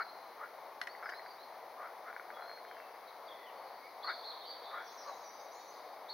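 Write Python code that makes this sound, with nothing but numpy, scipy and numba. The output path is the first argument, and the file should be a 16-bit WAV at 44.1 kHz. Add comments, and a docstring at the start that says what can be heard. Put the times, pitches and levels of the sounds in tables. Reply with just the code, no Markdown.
"""Frogs at a park pond

Frogs croak in the reeds: trains of larynx pulses that slow as the ring of the vocal sac rises.
Lone pulses come out as clicks, and a few dry snaps crack close by. In the trees behind, small birds
give sliding whistles, louder arched calls and faint twitter. Reeds and tree line scatter every call
over a bed of distant wash and microphone hiss."""
import sys
import numpy as np
from scipy import signal
from scipy.fft import rfft, irfft
from scipy.io import wavfile
from scipy.ndimage import uniform_filter1d
from numba import njit

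SR = 44100
rng = np.random.default_rng(int(sys.argv[2]) if len(sys.argv) > 2 else 0)


def transcribe(signal):
    """Save signal, clipped to [-1, 1], as a 16-bit WAV file at the path in sys.argv[1]."""
    frames = np.atleast_2d(signal).T
    limited = np.clip(frames, -1, 1)
    pcm = np.round(limited * 32767).astype(np.int16)
    wavfile.write(sys.argv[1], SR, pcm)


N = 270342

# Frog croaks. Each row: crest in seconds, swell and fade in seconds, level in dB, pulse rate and sac
# ring at the crest in Hz, rise of the ring either side of it in octaves, drop within each throb in dB.
CROAKS = [(.006, .04, 0.025, -35.5, 403, 1354, 0.38, 0.5), (.441, .055, 0.031, -45, 268.5, 1340, 0.32, 1),
          (1.057, .045, 0.094, -44, 440, 1440, .27, 24), (1.842, .075, 0.046, -47, 300.4, 1270, .26, 0),
          (2.096, .046, .017, -46.5, 258, 1430, .35, 2), (2.452, .15, 0.043, -52.5, 128.9, 1440, .2, 6),
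          (4.047, .005, 0.017, -42.5, 386.5, 1150, 0.31, -4),
          (4.096, 0.028, 0.028, -36.5, 384.4, 1367, .42, 2),
          (4.772, .072, 0.069, -44, 330.4, 1325, 0.27, 5.5), (5.093, .03, 0.017, -42.5, 568, 966, 0.057, 3)]
# Lone frog clicks. Each row: start in seconds, relative peak in dB, sac ring in Hz.
CLICKS = [(0.9502, -42, 1960), (1.1255, -41, 1650), (1.1364, -34.5, 1610), (1.1952, -41.5, 1910),
          (1.2615, -39, 1570), (2.1281, -38.5, 1520), (2.164, -31.5, 1550), (2.1968, -33.5, 1430),
          (2.3033, -35.5, 1540), (2.3994, -43, 1480), (2.4952, -39.5, 1560), (2.5142, -40.5, 1530),
          (2.575, -42.5, 1570), (2.6504, -44.5, 1610), (2.7124, -38.5, 1560), (2.7681, -42.5, 1610),
          (2.801, -38.5, 1490), (4.1232, -38, 1560)]
# Close, dry snaps. Each row: start in seconds, relative level in dB, treble lift in dB.
SNAPS = [(0.8151, 12.5, -16), (0.8159, 4.5, -5.5), (.8185, -18, -6), (.837, -1, -9), (.872, 3.5, -17),
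         (0.8743, 6.5, -29), (1.0945, -10.5, -3), (1.0995, -12, 3.5)]
# The body of a snap. Each row: resonance in Hz, width in Hz, gain in dB.
SNAP_MODES = [(1630, 110, -11), (1880, 88, 1.5), (3040, 300, -3), (3500, 430, -16), (4200, 250, -4),
              (5200, 120, -2.5), (6160, 300, -36)]
# Arched calls of a nearer bird. Each row: start and length in seconds, top pitch in Hz,
# relative level in dB, warble from 0 to 1.
ARCHES = [(4.017, 0.097, 4380, -47, 0.72), (4.225, .104, 4236, -47.5, 0.69), (4.439, .09, 4586, -53, 0.27),
          (6.074, 0.14, 4290, -48, 0.71)]
# Sliding whistles. Each row: start and length in seconds, landing pitch in Hz, relative level in dB,
# opening pitch in octaves above the landing, warble from 0 to 1.
WHISTLES = [(0, 0.032, 4230, -57, 0.013, 0.3), (.004, .022, 4730, -60.5, .02, .4),
            (0.076, 0.03, 4240, -57.5, -.14, 0.23), (0.194, .13, 4060, -69.5, .01, 0.22),
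            (0.883, 0.051, 4610, -59.5, -.2, 0.04), (1.031, 0.11, 4610, -64.5, .2, .15),
            (1.134, 0.072, 4270, -59, -.17, 0.13), (1.25, 0.096, 4705, -64.5, -0.02, 0.11),
            (1.38, .082, 4270, -63, -.24, 0.02), (2.336, 0.058, 3346, -64, 0.017, .1),
            (2.389, 0.215, 4245, -62, -0.055, 0.05), (2.669, 0.094, 3100, -70.5, 0.06, 0.37),
            (2.74, 0.17, 2650, -72.5, 0.034, 0.04), (3.068, 0.043, 3740, -62, 0.24, 0.88),
            (3.264, .018, 4480, -63, 0.107, .1), (3.276, 0.06, 3430, -58.5, 0.054, 0.94),
            (3.3, 0.23, 1916, -65, .12, 0.53), (3.451, 0.053, 2790, -63.5, .23, .8),
            (3.554, 0.058, 4450, -66.5, -0.0061, 0.88), (3.819, 0.073, 2243, -59, -0.084, 0.1),
            (4.464, 0.089, 4550, -54, -.01, 0.3), (4.622, 0.13, 3900, -63, -.06, 0.82),
            (4.834, 0.092, 5590, -68.5, 0.066, 0.66), (4.968, 0.066, 5450, -59.5, 0.14, 0.8),
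            (5.053, 0.093, 3880, -63.5, 0.16, 0.45), (5.233, 0.059, 5840, -61, 0.033, .1),
            (5.546, 0.041, 6620, -64, 0.059, 0.6)]
# Bouts of twitter deep in the wood. Each row: start and length in seconds, centre pitch in Hz,
# spread either way in Hz, reverb send in dB.
TWITTER = [(0, 0.18, 4490, 347, -75), (0.948, 0.5, 4600, 600, -83), (2.1, 1.5, 4315, 548, -75),
           (3.6, 0.53, 4380, 463, -67), (4.03, 0.17, 4530, 403, -57.5), (4.28, 0.17, 3840, 652, -57),
           (4.448, 0.45, 3973, 673, -63), (4.851, 1.1, 4325, 700, -65.5), (4.8, .6, 5900, 810, -65.5),
           (5.5, 0.2, 6190, 800, -64)]
# Tone of the distant wash. Each row: frequency in Hz, relative level in dB.
WASH_EQ = [(25, -40), (60, -35.5), (110, -30.5), (200, -22), (310, -13.5), (480, -3.5), (720, 2.5),
           (1050, -0.5), (1550, -12.5), (2200, -11.5), (2700, -25.5), (4400, -20), (6200, -31),
           (9000, -45.5)]
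# Tone of the microphone hiss. Each row: frequency in Hz, relative level in dB.
HISS_EQ = [(1000, -41), (6500, -4), (8200, -28.5), (8800, -4), (10000, -0.5), (15500, 2)]
# Treble notch of the recorder. Each row: frequency in Hz, gain in dB.
RECORDER_EQ = [(6300, 0), (7000, -9.5), (7500, -19), (8100, -8.5), (8700, -6), (9500, -2)]

SAC_RISE_S = 0.055  # the sac tightens over about this time either side of the crest
SLOWING = 1.8  # octaves the pulse rate falls for each octave the ring rises
ROUGH_HZ, THROB_HZ = 115, 31.26  # pulse rate at which a croak is fully rough; throbs per second
WARBLE_HZ, WARBLE_DEPTH = 33, 0.0587  # vibrato rate; full depth as a share of the pitch


def croaks():
    """Each croak swells, throbs and fades; the tightening sac rings higher as pulses slow and roughen."""
    out = np.zeros(N)
    for crest_s, swell_s, fade_s, db, rate_hz, sac_hz, rise_oct, throb_db in CROAKS:
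        t = np.arange(-int(2 * swell_s * SR), int(2 * fade_s * SR)) / SR
        jitter, shimmer = rng.standard_normal((400, 2)).T  # timing and strength of each pulse
        tension = rise_oct * np.tanh(t / SAC_RISE_S)
        pulse_hz = rate_hz * 2 ** (-SLOWING * tension)
        cycles = np.cumsum(pulse_hz) / SR
        beats = np.arange(min(int(cycles[-1]), len(jitter)))
        rough = np.minimum(ROUGH_HZ / np.interp(beats, cycles, pulse_hz), 1) ** 1.5
        onsets = np.interp(beats + 0.36 * rough * jitter[beats], cycles, np.arange(len(t))).astype(int)
        pulses = np.zeros(len(t))
        pulses[onsets] = undb(8.1 * rough * shimmer[beats])
        throb = undb(-throb_db * (THROB_HZ * t % 1))  # sawtooth tremolo
        voice = vocal_sac(pulses * throb, sac_hz * 2 ** tension,
                          width_hz=148, upper_ratio=1.64, upper_db=-15, throat_db=-14)
        envelope = np.exp(-1.3 * (t / np.where(t < 0, swell_s, fade_s)) ** 2)
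        add(out, crest_s + t[0], undb(db) * unit(voice * envelope) * np.sqrt(np.mean(envelope ** 2)))
    return out


def clicks(gain_db):
    """Lone larynx pulses ring the sac for a few milliseconds."""
    out = np.zeros(N)
    pulse = signal.unit_impulse(SR // 40)
    for start, db, hz in CLICKS:
        click = vocal_sac(pulse, hz, width_hz=235, upper_ratio=1.584, upper_db=-6, throat_db=-10)
        add(out, start, undb(db + gain_db) * click / np.abs(click).max())
    return out


def vocal_sac(pulses, hz, width_hz, upper_ratio, upper_db, throat_db):
    """The frog's resonator: a main ring, a weaker mode above it and a throat resonance below."""
    upper = undb(upper_db) * ring(pulses, np.minimum(upper_ratio * hz, 2250), 170)
    throat = undb(throat_db) * ring(pulses, 594, 180)
    voice = ring(pulses, hz, width_hz) - upper - throat
    return signal.sosfilt(signal.butter(4, [300, 2500], "bandpass", fs=SR, output="sos"), voice)


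def snaps(gain_db, crack_s, crack_db, lowpass_hz):
    """Dry snaps so close that each channel gets its own crack, ringing a few well-damped modes."""
    out = np.zeros((2, N))
    t = np.arange(SR // 30) / SR
    for channel in out:
        for start, db, treble_db in SNAPS:
            grit = undb(crack_db) * rng.standard_normal(len(t)) * np.exp(-t / crack_s)
            crack = signal.unit_impulse(len(t)) + grit
            body = sum(undb(mode_db + treble_db * (hz > 2500)) * ring(crack, hz, width_hz)
                       for hz, width_hz, mode_db in SNAP_MODES)
            add(channel, start, undb(db + gain_db) * body)
    return signal.sosfilt(signal.butter(3, lowpass_hz, fs=SR, output="sos"), out)


def arched_calls(rise_s, fall_s, sweep_oct, db_per_oct):
    """A warbling call sweeps up, holds at the top, where it is loudest, and sweeps down again."""
    out = np.zeros(N)
    for start, length, top_hz, db, warble in ARCHES:
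        t = np.arange(int(length * SR)) / SR
        arch = np.minimum(t / rise_s, (length - t) / fall_s)
        below_oct = sweep_oct * (1 - np.minimum(arch, 1))
        add(out, start, undb(db - db_per_oct * below_oct) * syrinx(top_hz * 2 ** -below_oct, warble))
    return out


def whistles(rise_curve, fall_curve):
    """Each whistle slides onto its pitch: a quick scoop up, or a fall that takes the whole note."""
    out = np.zeros(N)
    for start, length, landing_hz, db, slide_oct, warble in WHISTLES:
        curve = rise_curve if slide_oct < 0 else fall_curve
        bend_oct = slide_oct * np.linspace(1, 0, int(length * SR)) ** curve
        add(out, start, undb(db) * syrinx(landing_hz * 2 ** bend_oct, warble))
    return out


def syrinx(hz, warble):
    """A bird's voice: a soft-edged sine on a pitch path, with a slightly unsteady vibrato."""
    t = np.arange(len(hz)) / SR
    vibrato = np.cos(2 * np.pi * WARBLE_HZ * t) + drift(400, SR // 2)[:len(t)] / 3
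    phase = 2 * np.pi * np.cumsum(hz * (1 + warble * WARBLE_DEPTH * vibrato)) / SR
    return np.sqrt(2) * signal.windows.tukey(len(t), 0.3) * np.sin(phase)


def twitter(chirps_per_s, slide_hz, range_db):
    """Far birds blur into clouds of faint, quick chirps, each sliding up or down."""
    out = np.zeros(N)
    for start, length, centre_hz, spread_hz, db in TWITTER:
        bout = np.zeros(N)
        chirps = rng.random((300, 5))[:int(length * chirps_per_s)]
        for slot, (delay, pitch, slide, span, softness) in enumerate(chirps):
            ramp = np.linspace(-1, 1, int(SR * (0.0108 + 0.0327 * span)))
            hz = centre_hz + spread_hz * (2 * pitch - 1) + slide_hz * (2 * slide - 1) * ramp
            chirp = (1 - ramp ** 2) * np.sin(2 * np.pi * np.cumsum(hz) / SR)
            add(bout, start + (slot + delay) / chirps_per_s, undb(-range_db * softness) * chirp)
        out += undb(db) * unit(bout) * np.sqrt(length * SR / N)
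    return out


def leaves(song, flutter_hz, depth_db):
    """Moving leaves make the echo of a call flutter and blur its pitch."""
    return song + undb(depth_db) * song * drift(flutter_hz, N)


def scatter(send, t60, tail_db, early_s, early_db, spread):
    """Outdoor stereo reverb: quick reflections off the reeds, a long thin tail off the tree line."""
    t = np.arange(SR) / SR
    noise = rng.standard_normal((3, SR))
    stereo = (noise[0] + spread * noise[1:]) / np.sqrt(SR * (1 + spread ** 2))
    tail = unit(undb(-60 * t / t60) * (1 - np.exp(-t / 0.022)))
    early = unit(np.exp(-t / early_s) * (1 - np.exp(-t / 0.006)))
    response = stereo * (undb(tail_db) * tail + undb(early_db) * early)
    return signal.fftconvolve(send[None], response, axes=1)[:, :N]


def wash(level_db, flicker_db, side_db, high_side_db):
    """Far-off murmur of traffic and leaves, wavering a little in the mids, with a faint hum in it."""
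    mid = colour(rng.standard_normal(N), WASH_EQ)
    for hz in (525, 665, 1000, 1500):
        mid += (undb(flicker_db * drift(9, N)) - 1) * ring(mid, hz, hz / 2)
    side = unit(colour(rng.standard_normal(N), WASH_EQ))
    side = colour(side, [(100, -8), (400, side_db), (1100, side_db), (3000, high_side_db)])
    hum = undb(-72) * unit(ring(rng.standard_normal(N), 479.5, 13.5))
    width = undb(level_db) * np.array([side, -side])
    return pan(undb(level_db) * unit(mid) + hum, left_db=3.28) + width


def hiss(level_db):
    """Self-noise of the microphone, partly shared by both channels."""
    noise = colour(rng.standard_normal((3, N)), HISS_EQ)
    return pan(undb(level_db) * unit(noise[1:] + 0.57 * noise[0]), left_db=0.98)


def undb(db):
    """Decibels to gain."""
    return 10 ** (np.asarray(db) / 20)


def unit(x):
    """Scale to rms 1."""
    return x / np.sqrt(np.mean(x ** 2) + 1e-20)


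def add(track, start_s, sound):
    """Drop a sound onto a track at its cue."""
    at = int(round(start_s * SR)) + np.arange(len(sound))
    inside = (at >= 0) & (at < N)
    track[at[inside]] += sound[inside]


def pan(x, left_db):
    """Mono to stereo, with the left louder by left_db."""
    return x * undb(np.array([[left_db], [-left_db]]) / 2)


def drift(rate_hz, size):
    """Smooth random modulation with a spread near 1."""
    position = np.arange(size) * rate_hz / SR
    knots = rng.standard_normal(int(position[-1]) + 2)
    path = np.interp(position, np.arange(len(knots)), knots)
    return uniform_filter1d(path, max(int(SR / rate_hz / 2), 1)) * np.sqrt(2)


def colour(x, points):
    """Equalise a track along a curve of (Hz, dB) points."""
    hz, db = np.transpose(points)
    bins = np.maximum(np.fft.rfftfreq(N, 1 / SR), 1)
    return irfft(rfft(x) * undb(np.interp(np.log(bins), np.log(hz), db)), N)


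def ring(x, hz, width_hz):
    """One resonance, steady or gliding."""
    return bandpass(x, np.clip(hz * np.ones(len(x)), 20, SR / 3), float(width_hz))


@njit
def bandpass(x, hz, width_hz):
    """State-variable band-pass with a moving centre."""
    out = np.empty(len(x))
    band_state = low_state = 0.0
    for i in range(len(x)):
        tuning, damping = np.tan(np.pi * hz[i] / SR), width_hz / hz[i]
        band = (band_state + tuning * (x[i] - low_state)) / (1 + tuning * (tuning + damping))
        band_state = 2 * band - band_state
        low_state += 2 * tuning * band
        out[i] = damping * band
    return out


def scene():
    """The mix: frogs in the reeds a little to the left, birds in the trees ahead, air underneath."""
    air = wash(level_db=-51, flicker_db=1.0, side_db=-20.5, high_side_db=-7.5) + hiss(level_db=-63.5)
    near = snaps(gain_db=-7.5, crack_s=0.0012, crack_db=-13, lowpass_hz=10500)
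    frogs = croaks() + clicks(gain_db=2.0)
    pond_echo = scatter(frogs + near[0], t60=0.92, tail_db=-16, early_s=0.0082, early_db=-9, spread=0.74)
    pond = pan(frogs + near + pond_echo, left_db=2.2)
    song = whistles(rise_curve=3.21, fall_curve=1.25)
    calls = arched_calls(rise_s=0.019, fall_s=0.028, sweep_oct=0.6, db_per_oct=19)
    send = leaves(song, flutter_hz=300.2, depth_db=-9.5) + leaves(calls, flutter_hz=495, depth_db=-5)
    send += twitter(chirps_per_s=120, slide_hz=400, range_db=19)  # heard only by way of the trees
    bird_echo = scatter(send, t60=1.0, tail_db=-4.5, early_s=0.014, early_db=-5, spread=0.67)
    birds = pan(undb(-1) * song + undb(-5) * calls, left_db=0.33) + bird_echo
    return pond + birds + air


def record(dry):
    """The recorder notches the treble around 7.5 kHz and cuts the top above 15.8 kHz."""
    top_cut = signal.ellip(10, 0.2, 70, 15800, fs=SR, output="sos")
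    return signal.sosfilt(top_cut, colour(dry, RECORDER_EQ))


dry = scene()
out = record(dry)
transcribe(out)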